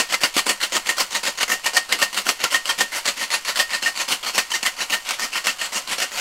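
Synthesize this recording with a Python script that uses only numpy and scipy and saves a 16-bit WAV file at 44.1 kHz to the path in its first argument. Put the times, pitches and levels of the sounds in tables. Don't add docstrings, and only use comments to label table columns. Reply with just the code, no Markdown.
import sys
import numpy as np
from scipy import signal
from scipy.fft import rfft, irfft
from scipy.io import wavfile
from scipy.ndimage import uniform_filter1d

SR = 44100
rng = np.random.default_rng(int(sys.argv[2]) if len(sys.argv) > 2 else 0)


def transcribe(u):
    v = np.clip(np.atleast_2d(u).T, -1, 1)
    q = np.round(v * 32767).astype(np.int16)
    wavfile.write(sys.argv[1], SR, q)


N = 273593
STROKE_SIZE = 13230


def undb(db):
    return 10 ** (np.asarray(db) / 20)


def add(out, start_s, x):
    start = int(start_s * SR)
    x = x[max(-start, 0):max(len(out) - start, 0)]
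    first = max(start, 0)
    out[first:first + len(x)] += x


def unit(x):
    return x / np.sqrt(np.sum(x ** 2) + 1e-18)


def through(x, response):
    return signal.fftconvolve(x, response)[:len(x)]


def colour(points, size=4096):
    hz, db = np.transpose(points)
    grid = np.maximum(np.arange(size // 2 + 1) * SR / size, 1)
    spectrum_db = np.interp(np.log(grid), np.log(hz), db)
    cepstrum = irfft(np.log(undb(spectrum_db)))
    cepstrum[1:size // 2] *= 2
    cepstrum[size // 2 + 1:] = 0
    return irfft(np.exp(rfft(cepstrum)))


def mode(hz, t60):
    t = np.arange(STROKE_SIZE) / SR
    return np.sin(2 * np.pi * hz * t) * np.exp(-np.log(1000) * t / t60)


# [dB, relative]
AIR_SPECTRUM = [(15, 3), (25, -1), (42, -11), (90, -12.5), (200, -17), (1000, -8), (15000, -40)]
AIR_DB = -51.5


def room_air():
    return undb(AIR_DB) * through(rng.standard_normal(N), unit(colour(AIR_SPECTRUM)))


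ROOM_DB, ROOM_T60_S = 1, 0.12


def room(x, wet_db):
    t = np.arange(STROKE_SIZE) / SR
    fade = unit(np.exp(-np.log(1000) * t / ROOM_T60_S))
    tail_power = np.abs(through(x ** 2, fade ** 2))
    tail = rng.standard_normal(len(x)) * np.sqrt(tail_power)
    return (x + undb(wet_db) * tail) / np.sqrt(1 + undb(2 * wet_db))


# [dB, relative]
ICE_COLOUR = [(40, -27), (100, -21), (155, -17.5), (200, -7.5), (420, -7), (560, -5.5), (1300, 1.5),
              (1680, -3.5), (2200, 1.5), (3600, -1), (7600, 1), (9400, -5), (11600, -7), (15500, -16)]
# pitch_hz [Hz], width_hz [Hz], level_db [dB over the plain rattle]
BODY_RESONANCES = [(200, 24, -3.5), (282, 20, -5.5), (358, 31, -8), (460, 14, -38), (565, 99, 2.5),
                   (733, 45, 2), (927, 23, -0.5), (1027, 140, -3.5), (1470, 290, -7.5), (1925, 450, -4.5),
                   (2660, 57, -22), (2817, 240, 0.5), (3064, 33, 2), (4370, 390, -1)]


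def shaker_body():
    tap = colour(ICE_COLOUR)
    response = tap.copy()
    for hz, width_hz, level_db in BODY_RESONANCES:
        b, a = signal.iirpeak(hz, hz / width_hz, fs=SR)
        response += undb(level_db) * signal.lfilter(b, a, tap)
    return unit(response)


def tone(x, bass_db, treble_db):
    curve = [(90, 0), (190, bass_db), (480, bass_db), (950, 0), (3500, 0), (7000, treble_db)]
    return through(x, colour(curve))


def collisions(size, rate, spread_db, even_s):
    sizes = undb(spread_db * np.minimum(rng.exponential(size=size), 2 * np.pi))
    x = (rng.random(size) < rate / SR) * rng.choice([-1, 1], size) * sizes
    power = np.abs(uniform_filter1d(x ** 2, int(even_s * SR) + 1))
    return x / np.sqrt(power + 1e-9)


SLOSH_DB, SLOSH_SETTLE_DB_PER_S = -33, 56


def slosh(body):
    t = np.arange(N) / SR
    crashes = np.array(STROKES)[:, 1]
    latest = np.maximum(np.searchsorted(crashes, t) - 1, 0)
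    since_crash = t - crashes[latest]
    chips = room(collisions(N, rate=1800, spread_db=3.2, even_s=.03), wet_db=4)
    wet_rattle = through(tone(chips, bass_db=-3.5, treble_db=-1.5), body)
    return undb(SLOSH_DB - SLOSH_SETTLE_DB_PER_S * since_crash) * wet_rattle


THUD_SWELL_S = 0.0035


def thud(hz):
    t = np.arange(STROKE_SIZE) / SR
    return mode(hz, t60=0.027) * (1 - np.exp(-t / THUD_SWELL_S))


# [dB, before swell and fade]
THUDS = [(0.235, 215, -17), (0.364, 280, -11.5), (0.468, 240, -31), (2.026, 160, -25), (2.438, 240, -16),
         (4.929, 180, -27)]


def thuds():
    out = np.zeros(N)
    for start_s, pitch_hz, level_db in THUDS:
        add(out, start_s, undb(level_db) * thud(pitch_hz))
    return out


def clink(hz):
    t = np.arange(STROKE_SIZE) / SR
    return mode(hz, t60=.08) * (1 - np.exp(-t / .0015))


# [dB, before swell and fade]
CLINKS = [(0.135, 1335, -17), (0.138, 2060, -11), (0.236, 4650, -14), (1.423, 2239, -18),
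          (1.924, 2067, -12), (2.452, 1378, -15), (2.692, 3186, -12), (4.517, 3050, -16),
          (4.550, 2067, -16), (4.667, 2024, -12), (4.815, 4000, -20), (4.922, 2842, -17),
          (5.481, 2670, -15)]


def clinks():
    out = np.zeros(N)
    for start_s, pitch_hz, level_db in CLINKS:
        add(out, start_s, undb(level_db) * clink(pitch_hz))
    return out


def noise_burst(decay_s):
    age = np.arange(STROKE_SIZE // 20) / SR / decay_s
    return unit(rng.standard_normal(len(age)) * np.sqrt(age) * np.exp(-age))


CRACK_TREBLE_DB = -4


def crack(body, bass_db):
    contact = noise_burst(decay_s=.0017)
    x = through(tone(room(contact, ROOM_DB), bass_db, CRACK_TREBLE_DB), body)
    return x / np.abs(x).max()


# start_s [s], level_db [dB, peak], bass_db [dB]
CRACKS = [(.1238, -9, 0), (.1424, -7, -4), (.2346, -4, 4), (.3654, -5, 8), (.391, -8, 0), (.4654, -11, 9),
          (.7658, -6, -6), (1.1504, -10, -1), (1.2316, -15, 4), (1.4085, -9, 1), (1.4289, -6, -4),
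          (1.6621, -7, -9), (1.7684, -4, -5), (1.9237, -3, -1), (2.0169, -4, 1), (2.0262, -2, 1),
          (2.175, -10, -1), (2.2895, -4, 0), (2.4387, -4, 4), (2.807, -6, -8), (3.055, -11, -4),
          (3.4491, -14, -8), (3.5915, -7, -4), (3.8255, -12, 3), (4.3796, -5, 0), (4.517, -12, -10),
          (4.6289, -10, 1), (4.6622, -6, -5), (5.0892, -11, -3), (5.1075, -8, -1), (5.4688, -5, -6),
          (5.6145, -13, -2)]


def cracks(body):
    out = np.zeros(N)
    for start_s, level_db, bass_db in CRACKS:
        add(out, start_s, undb(level_db) * crack(body, bass_db))
    return out


# [dB, relative]
TIN_MODES = [(1829, .08, 0), (1847, .21, -8), (1885, .05, -5), (2140, .14, -25), (2790, .14, -24),
             (2930, .12, -23), (3230, .16, -25)]


def bell():
    t = np.arange(STROKE_SIZE) / SR
    swell = 1 - np.exp(-(t / .006) ** 2)
    choke = np.exp(-(t / .12) ** 4)
    load = 1 + .004 * rng.standard_normal(len(TIN_MODES))
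    knots = np.linspace(0, t[-1], 40)
    flutter = undb(2 * np.interp(t, knots, rng.standard_normal(len(knots))))
    ring = np.zeros(STROKE_SIZE)
    for (hz, t60_s, level_db), detune in zip(TIN_MODES, load):
        ring += undb(level_db) * mode(hz * detune, t60_s)
    return swell * choke * flutter * ring


def cubes(rate, spread_db, even_s, count=6):
    taps = collisions(STROKE_SIZE, rate, spread_db, even_s)
    owner = rng.integers(count, size=STROKE_SIZE)
    out = np.zeros(STROKE_SIZE)
    for k, hz in enumerate(1250 * 2 ** (2.5 * rng.random(count))):
        burst = noise_burst(decay_s=.0009)
        clack = unit(mode(hz, t60=.022)[:len(burst)])
        out += through(taps * (owner == k), burst + undb(-8) * clack)
    return out


COLOUR_SCATTER_DB = 2


def reloaded(body, count=24):
    pitches_hz = np.geomspace(500, 14000, count)
    ripple_db = COLOUR_SCATTER_DB * rng.standard_normal(count)
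    return unit(through(body, colour(list(zip(pitches_hz, ripple_db)))))


SKITTER_GROWTH_DB_PER_S = 29
CRASH_FADE_DB_PER_S = 725


def stroke(body, lead_s, crash_s, crash_db, skitter_db, bass_db, treble_db, ring_db):
    since_touch = np.arange(STROKE_SIZE) / SR
    t = since_touch - lead_s
    pile_up = np.clip(t / (.003 + .2 * crash_s) + .5, 0, 1)
    arrive = 1 - np.exp(-since_touch / .003)
    skitter = undb(skitter_db + SKITTER_GROWTH_DB_PER_S * np.minimum(t, 0)) * arrive * (1 - pile_up)
    crash = undb(crash_db - CRASH_FADE_DB_PER_S * np.maximum(t - crash_s, 0)) * pile_up
    hits = skitter * cubes(rate=700, spread_db=3.0, even_s=0.027)
    hits += crash * cubes(rate=1100, spread_db=1.5, even_s=0.0068)
    rattle = through(tone(room(hits, ROOM_DB), bass_db, treble_db), body)
    ring = undb(ring_db - 5.5) * np.sqrt(np.sum(rattle ** 2)) * unit(bell())
    add(rattle, lead_s, ring)
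    return undb(-5.5) * rattle


# [dB, tin ring relative to its stroke]
STROKES = [(-.03, -0.007, -7.5, -2.5), (0.088, 0.119, -16, -2), (0.205, 0.237, -13, -5),
           (0.339, 0.375, -8, -7), (0.457, 0.491, -7.5, -4.5), (.599, .626, -11.5, -9),
           (.714, 0.749, -12.5, -3), (0.853, 0.888, -11, 2.5), (0.966, 0.999, -9.5, -20),
           (1.104, 1.145, -15, -4.5), (1.23, 1.263, -14, -6), (1.37, 1.405, -13.5, -8.5),
           (1.478, 1.514, -12.5, 2), (1.633, 1.656, -16, 4.5), (1.731, 1.763, -11.5, 7.5),
           (1.885, 1.915, -18, 0), (1.982, 2.02, -14.5, 4.5), (2.125, 2.169, -14, -21),
           (2.251, 2.284, -13.5, -3), (2.389, 2.431, -16.5, -24), (2.502, 2.542, -9, 5),
           (2.648, 2.69, -13, -2), (2.776, 2.802, -12.5, 4), (2.917, 2.955, -16, -10),
           (3.045, 3.074, -11, -12), (3.164, 3.209, -16.5, -0.5), (3.3, 3.334, -11, -3.5),
           (3.453, 3.48, -14.5, -4), (3.549, 3.596, -9, 2), (3.692, 3.731, -15, 1), (3.82, 3.857, -16, 7),
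           (3.952, 3.997, -14.5, -4), (4.077, 4.115, -11, -22), (4.224, 4.263, -16.5, -10),
           (4.335, 4.381, -12.5, -2.5), (4.499, 4.535, -15, 1), (4.624, 4.653, -15.5, -2),
           (4.767, 4.801, -16, -4.5), (4.893, 4.925, -13.5, -1), (5.047, 5.082, -22, -7),
           (5.183, 5.218, -17.5, -1.5), (5.317, 5.353, -16, -4), (5.436, 5.478, -15, -3.5),
           (5.583, 5.611, -20.5, 0), (5.718, 5.751, -17, -14), (5.869, 5.909, -16, -18),
           (5.975, 6.014, -13.5, -6), (6.115, 6.169, -17.5, -20.5)]
# skitter_db [dB, relative as crash_db], bass_db [dB], treble_db [dB]
DIRECTIONS = [(-17.5, 3.5, -1.33), (-19.5, 0.5, -3)]
USUAL_CRASH_DB, USUAL_CRASH_S = -12.5, .014
CRASH_DOUBLES_DB = 4.5
SKITTER_FOLLOW, BASS_FOLLOW = 0.47, -0.17
BASS_LOSS_DB_PER_S = 0.51


def shaking(body):
    out = np.zeros(N)
    for k, (touch_s, hit_s, crash_db, ring_db) in enumerate(STROKES):
        skitter_db, bass_db, treble_db = DIRECTIONS[k % 2]
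        force_db = crash_db - USUAL_CRASH_DB
        crash_s = USUAL_CRASH_S * 2 ** (-force_db / CRASH_DOUBLES_DB)
        skitter_db += SKITTER_FOLLOW * force_db
        bass_db += BASS_FOLLOW * force_db - BASS_LOSS_DB_PER_S * hit_s
        sound = stroke(reloaded(body), hit_s - touch_s, crash_s, crash_db,
                       skitter_db, bass_db, treble_db, ring_db)
        add(out, touch_s, sound)
    return out


def scene():
    body = shaker_body()
    out = room_air() + slosh(body)
    out += thuds() + clinks() + cracks(body)
    out += shaking(body)
    return out[None]


TOP_HZ = 15750


def record(dry):
    rounded = dry / (1 + (dry / .75) ** 6) ** (1 / 6)
    lowpass = signal.ellip(10, .2, 60, TOP_HZ, fs=SR, output="sos")
    return signal.sosfilt(lowpass, rounded)


dry = scene()
out = record(dry)
transcribe(out)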